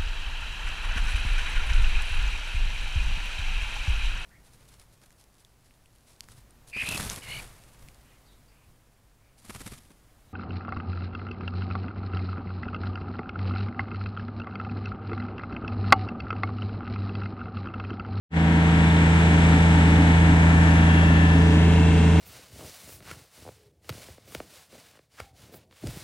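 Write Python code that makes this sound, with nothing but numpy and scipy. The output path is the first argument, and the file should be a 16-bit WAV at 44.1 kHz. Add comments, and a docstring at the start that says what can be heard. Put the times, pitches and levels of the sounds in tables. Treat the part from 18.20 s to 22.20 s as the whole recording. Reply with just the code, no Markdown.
"""Work monorail on a wooded slope

Taken from the seat, close to a small petrol engine that climbs at a governed, steady speed.
A deep two-note drone carries a clatter of valves and gears that repeats every engine cycle, with
ringing metal covers, an exhaust burble that surges as puffs ring the pipe, and rushing air.
The sound fades in; near the end the microphone turns, the clatter softens, a gear tone comes forward."""
import sys
import numpy as np
from scipy import signal
from scipy.fft import irfft
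from scipy.io import wavfile
from scipy.ndimage import uniform_filter1d

SR = 44100
rng = np.random.default_rng(int(sys.argv[2]) if len(sys.argv) > 2 else 0)


def pcm_store(signal):
    """Save signal as 16-bit PCM."""
    levels = np.round(np.clip(np.atleast_2d(signal), -1, 1) * 32767)
    wavfile.write(sys.argv[1], SR, levels.astype(np.int16).T)


N = 176400
TIME = np.arange(N) / SR
CYCLE_HZ = 27.58   # engine cycles a second


def engine_cycles():
    """Running count of engine cycles; the governor leaves only a slight wander and flutter."""
    speed = 1 + 0.000399 * drift(0.84) + 0.0015 * drift(23.4)
    return np.cumsum(CYCLE_HZ * speed) / SR


def drone(cycles, level_db=-18, overtone_lag_s=0.0003):
    """Harmonics 3 and 6 line up into three pressure dips a cycle; the weak ones fall anywhere."""
    # low engine harmonics: (multiple of the cycle rate, relative level [dB])
    harmonics = [(1, -49.5), (2, -20.5), (3, 0.5), (4, -24), (5, -20), (6, -2), (7, -19.5), (8, -18),
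                 (9, -19), (10, -20.5), (11, -19), (12, -25), (13, -33.5)]
    # the lowest three fill out: (time [s], gain [dB])
    bass_swell = [(.2, -5.5), (1.1, -2.5), (2, -1), (4, -0.55)]
    aligned = {3: 0, 6: 6 * CYCLE_HZ * overtone_lag_s}
    out = 0
    for multiple, db in harmonics:
        offset = aligned.get(multiple, rng.random())
        swell_db = in_time(bass_swell)[0] if multiple <= 3 else 0
        tone = np.sqrt(2) * np.cos(2 * np.pi * (multiple * cycles - offset))
        out = out - from_db(level_db + db + swell_db) * tone
    return out


def exhaust(beat, depth=0.82):
    """Puffs of noise, three a cycle, ring the exhaust pipe."""
    # pipe resonances: (frequency [Hz], width [Hz], level [dB])
    pipe = [(224, 47, -34.5), (290.7, 49, -32.5)]
    out = 0
    for hz, width_hz, db in pipe:
        puffs = (1 + depth * beat) * rng.standard_normal(N)
        out = out + from_db(db) * rms_one(resonance(puffs, hz, width_hz))
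    return out


def exhaust_surges(beat, throb=0.13):
    """Runs of harder puffs make the pipe boom in short, rounded swells."""
    # swells of the boom: (peak time [s], length [s], level [dB])
    surges = [(.33, 0.22, -32.5), (.56, 0.075, -32), (0.828, 0.077, -27), (1.104, 0.073, -27.5),
              (1.347, 0.12, -27.5), (1.71, 0.19, -28.5), (1.807, 0.048, -24), (2.103, .09, -23.5),
              (2.35, .14, -30), (2.487, 0.078, -25), (2.715, 0.16, -28.5), (2.94, 0.2, -26.5),
              (3.168, 0.12, -25.5), (3.304, 0.138, -27.5), (3.466, 0.078, -26), (3.74, 0.17, -25.5)]
    boom = resonance(rng.standard_normal(N), hz=280.8, width_hz=48)
    boom = even_level(boom, samples=900)
    swell = 0
    for peak_s, length_s, db in surges:
        position = np.clip((TIME - peak_s) / length_s, -0.5, 0.5)
        swell = swell + from_db(db) * np.cos(np.pi * position)
    return swell * rms_one(boom * (1 + throb * beat))


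def contacts(cycles, size=3200, roughness=0.23):
    """One cycle of dense tooth and valve contacts, repeated with uneven force; rms 1."""
    spectrum = np.exp(2j * np.pi * rng.random(size // 2 + 1))
    hz = np.arange(len(spectrum)) * CYCLE_HZ
    loop = 0
    for low in 180 * 2 ** np.arange(7):
        octave = irfft(spectrum * (hz >= low) * (hz < 2 * low))
        envelope = np.sqrt(uniform_filter1d(octave ** 2, size // 3, mode="wrap"))
        loop = loop + np.sqrt(low) * octave / envelope   # even in colour and in level
    repeated = np.interp(cycles % 1, np.linspace(0, 1, size, endpoint=False), loop)
    return rms_one(repeated * (1 + roughness * drift(43)))


def clatter_and_rush(cycles, beat, lag_s, throb=0.039):
    """Repeating contacts and throbbing air noise, coloured band by band by the engine casing."""
    # valve and gear clatter: (frequency [Hz], base density [dB/Hz])
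    clatter = [(250, -83), (400, -72), (600, -63), (900, -69.5), (1150, -69.5), (1600, -62.5),
               (2250, -64.5), (2650, -69.5), (3400, -71), (4400, -83.5), (7500, -88), (10200, -97.5),
               (12000, -115)]
    # rush of the fan and exhaust: (frequency [Hz], base density [dB/Hz])
    rush = [(25, -55.5), (60, -59.5), (130, -53), (200, -56.5), (400, -64), (700, -62.5), (1100, -66.5),
            (2100, -66.5), (2700, -74.5), (3500, -77), (4600, -84.5), (6000, -80), (7500, -81.5),
            (9000, -92), (10200, -81.5), (11500, -105), (14000, -102)]
    # stereo image at the seat: (frequency [Hz], likeness of the channels [0-1], left over right [dB])
    image = [(25, 0.52, 1.5), (100, 0.74, 2), (256, 0.97, -2), (417, 0.78, -4), (684, 0.43, 1.5),
             (990, 0.45, 1.5), (1500, 0.18, 4), (2270, 0.75, 5.5), (3300, 0.35, 1.5), (3900, 0.36, 2.5),
             (5200, 0.5, 0), (7000, 0.08, -5.5), (9600, 0, -0.5)]
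    # shifting tone colour: (time [s], then gain [dB] at each of colour_hz)
    colour = [(.15, -1.5, -0.5, -1, -7), (.7, -1, 0.9, 0, -2.5), (1.3, 0.4, .5, 1, -0.5),
              (2, 0.4, 0.8, 0, -1.5), (2.55, 0.4, 0.7, -1.2, -0.4), (3, -0.6, -0.5, -0.7, -2),
              (3.5, -0.5, -6, 1, -2), (4, -1.7, -5.5, -3, -0.5)]
    colour_hz = (800, 1900, 3000, 6500)
    colour_gains = from_db(in_time(colour))
    # two mid-side pairs of each source; neighbouring bands take them in turn
    knocks = np.array([[contacts(cycles) for _ in range(2)] for _ in range(2)])
    air = rng.standard_normal((2, 2, N)) * (1 + throb * beat)
    edges = np.concatenate([np.geomspace(22, 350, 7)[:-1], np.geomspace(350, 14500, 24)])
    out = 0
    for k, (low, high) in enumerate(zip(edges, edges[1:])):
        hz = np.sqrt(low * high)
        source = from_db(at_hz(rush, hz)[0]) * air[k % 2]
        source += from_db(at_hz(clatter, hz)[0]) * knocks[k % 2]
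        band = signal.butter(3, [low, high], "band", fs=SR, output="sos")
        mid, side = signal.sosfilt(band, source)
        alike, pan_db = at_hz(image, hz)
        mid *= np.sqrt((1 + alike) / 2)
        side *= np.sqrt((1 - alike) / 2)
        shares = np.array([np.interp(np.log(hz), np.log(colour_hz), row) for row in np.eye(4)])
        out = out + (shares @ colour_gains) * place((mid + side, mid - side), hz, pan_db, lag_s)
    return out * np.sqrt(SR / 2)


def metal_covers(cycles, lag_s):
    """The contacts keep the covers ringing, a little harder or softer from blow to blow."""
    # cover resonances: (frequency [Hz], width [Hz], roughness [dB], left over right [dB])
    modes = [(1687, 280, 0, 10.5), (2150, 280, 0.5, 7.5), (2290, 150, -1.7, -2.5), (2694, 190, 3, -5),
             (3266, 150, 3, -3), (3350, 650, 4.5, 1)]
    # how strongly they ring: (time [s], then level [dB] of each resonance)
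    mode_levels = [(.2, -50, -38, -47, -63, -52, -51), (.8, -50, -37, -36, -52, -46, -45.5),
                   (1.3, -44, -41, -35, -50, -56, -44.5), (1.9, -51, -33, -38, -56, -56, -46),
                   (2.25, -36, -41, -35, -50, -56, -51), (2.75, -41, -42.5, -42, -38, -42, -54),
                   (3.3, -42, -48, -48, -46, -56, -59), (4, -55, -51, -49, -47, -47, -51)]
    out = 0
    for (hz, width_hz, rough_db, pan_db), db in zip(modes, in_time(mode_levels)):
        ring = even_level(resonance(contacts(cycles), hz, width_hz), samples=620)
        ring = from_db(db) * rms_one(ring * from_db(rough_db * drift(70)))
        out = out + place((ring, ring), hz, pan_db, lag_s)
    return out


def gear_tone(cycles, multiple, chatter, waver_db=1, shake_db=1.1):
    """An uneven tone on the nearest whole multiple of the cycle rate; rms 1."""
    tone = np.sin(2 * np.pi * (round(multiple) * cycles + rng.random()))
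    uneven_db = waver_db * drift(2.5) + shake_db * drift(16.4)
    tooth_force = 1 + chatter * multiple * CYCLE_HZ / 2000   # higher tones chatter more
    return rms_one(tone * tooth_force * from_db(uneven_db))


def gears(cycles, lag_s, turn_s=(2.8, 2.82)):
    """Three gear whines swell and fade; lesser tones change level as the microphone turns."""
    # the strongest gear tones: (time [s], then level [dB] of each whine)
    whines = [(.2, -40, -53, -57), (.6, -38, -43, -56), (1.2, -38, -41.5, -44), (1.7, -38, -38, -45),
              (2.4, -42.5, -41.5, -38), (3.08, -46.5, -51, -32), (3.17, -35.5, -51, -37),
              (3.9, -33, -46, -56)]
    whine_multiples, whine_pans_db = (16, 32, 63), (-3.5, 1, 6)
    # lesser gear and casing tones:
    # (multiple of the cycle rate, level [dB], level after the turn [dB], left over right [dB])
    lesser_tones = [(15, -49.5, -41.5, -8), (18, -44, -51, -3), (21, -47, -44.5, 0), (24, -50.5, -46.5, 1),
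                    (26, -50, -63, -9), (27, -47, -47, -2), (28, -44.5, -51, -0.5), (30, -45.5, -50.5, -7),
                    (34, -43.5, -46, 1), (35, -44.5, -44, 4), (37, -50.5, -49, -5), (48, -46, -51, -4),
                    (52, -45.5, -49, 0), (55, -46, -56, 5.5), (58, -45, -50, 4), (61, -45.5, -49.5, 1.5),
                    (65.73, -48.5, -49, 15), (76.7, -41, -45, 11), (78, -46, -53, 7), (97.1, -68, -45, 9),
                    (100.7, -53.5, -55, 5.5)]
    chatter = 0.083 * drift(55)   # tooth-to-tooth unevenness
    out = 0
    for multiple, db, pan_db in zip(whine_multiples, in_time(whines), whine_pans_db):
        tone = from_db(db) * gear_tone(cycles, multiple, chatter)
        out = out + place((tone, tone), multiple * CYCLE_HZ, pan_db, lag_s)
    for multiple, db, turned_db, pan_db in lesser_tones:
        gain = np.interp(TIME, turn_s, from_db([db, turned_db]))
        tone = gain * gear_tone(cycles, multiple, chatter)
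        out = out + place((tone, tone), multiple * CYCLE_HZ, pan_db, lag_s)
    return out


def sizzle():
    """Air hisses faintly through a narrow resonance, to the right of the microphone."""
    # strength of the hiss: (time [s], level [dB])
    levels = [(.15, -56), (.6, -51), (1.1, -48.5), (2.3, -50.5), (2.9, -55.5), (4, -52)]
    hiss = resonance(rng.standard_normal((2, N)), hz=7820, width_hz=960)
    return rms_one(hiss) * from_db(in_time(levels)[0]) * pan(-14)


def resonance(x, hz, width_hz):
    """One resonance applied twice, so its skirts are steep."""
    b, a = signal.iirpeak(hz, hz / width_hz, fs=SR)
    return signal.lfilter(b, a, signal.lfilter(b, a, x))


def drift(rate, step=40):
    """Smooth random motion of spread 1 that changes about rate times a second."""
    pole = np.exp(-2 * np.pi * rate * step / SR)
    noise = rng.standard_normal(N // step + 2002)
    slow = signal.lfilter([1], [1, -2 * pole, pole * pole], noise)[2000:]   # once settled
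    return np.interp(np.arange(N) / step, np.arange(len(slow)), rms_one(slow))


def place(pair, hz, pan_db, lag_s):
    """Set the balance of one band; treble reaches the right channel late."""
    left, right = pair
    if hz > 1400:
        right = np.interp(TIME - lag_s, TIME, right)
    return np.array([left, right]) * pan(pan_db)


def pan(db):
    """Left and right gains of constant power; positive is left."""
    gains = from_db([[db / 2], [-db / 2]])
    return rms_one(gains)


def from_db(db):
    """Decibels to gain."""
    return 10 ** (np.asarray(db) / 20)


def rms_one(x):
    """Scale to unit rms."""
    return x / np.sqrt(np.mean(x ** 2) + 1e-20)


def even_level(x, samples):
    """Hold the running rms near 1."""
    return x / np.sqrt(uniform_filter1d(x ** 2, samples) + 1e-12)


def in_time(rows):
    """The columns of a curve at every sample."""
    times, *columns = np.transpose(rows)
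    return [np.interp(TIME, times, column) for column in columns]


def at_hz(rows, hz):
    """The columns of a spectrum at one frequency."""
    freqs, *columns = np.transpose(rows)
    return [np.interp(np.log(hz), np.log(freqs), column) for column in columns]


def scene():
    """The engine from the seat: drone, exhaust puffs and metal all follow one shaft."""
    # how squarely the engine lies to the left as the microphone turns: (time [s], share [0-1])
    bearing = [(0, 0.88), (2.6, 0.94), (3.1, 0.91), (3.5, 0.27), (4, 0.11)]
    treble_lag_s, drone_lag_s = 0.00026 * in_time(bearing)[0], 0.00012   # right channel behind left
    cycles = engine_cycles()
    beat = np.cos(2 * np.pi * (3 * cycles - 0.2))   # puffs trail the drone's dips
    metal = gears(cycles, treble_lag_s) + metal_covers(cycles, treble_lag_s)
    clatter = clatter_and_rush(cycles, beat, treble_lag_s)
    stereo_cycles = np.array([cycles, cycles - drone_lag_s * CYCLE_HZ])
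    return drone(stereo_cycles) + exhaust(beat) + exhaust_surges(beat) + clatter + metal + sizzle()


def record(dry, cutoff_hz=14700):
    """The sound fades in and the top is cut."""
    # fade-in: (time [s], gain [dB])
    fade = [(.09, -88), (.108, -38), (.12, -20), (.14, -9), (.17, -2), (.27, -0.5), (.6, 0.25), (1.1, 0.5),
            (4, 0)]
    lowpass = signal.cheby2(12, 70, cutoff_hz, fs=SR, output="sos")
    return signal.sosfilt(lowpass, dry * from_db(in_time(fade)[0]))


dry = scene()
out = record(dry)
pcm_store(out)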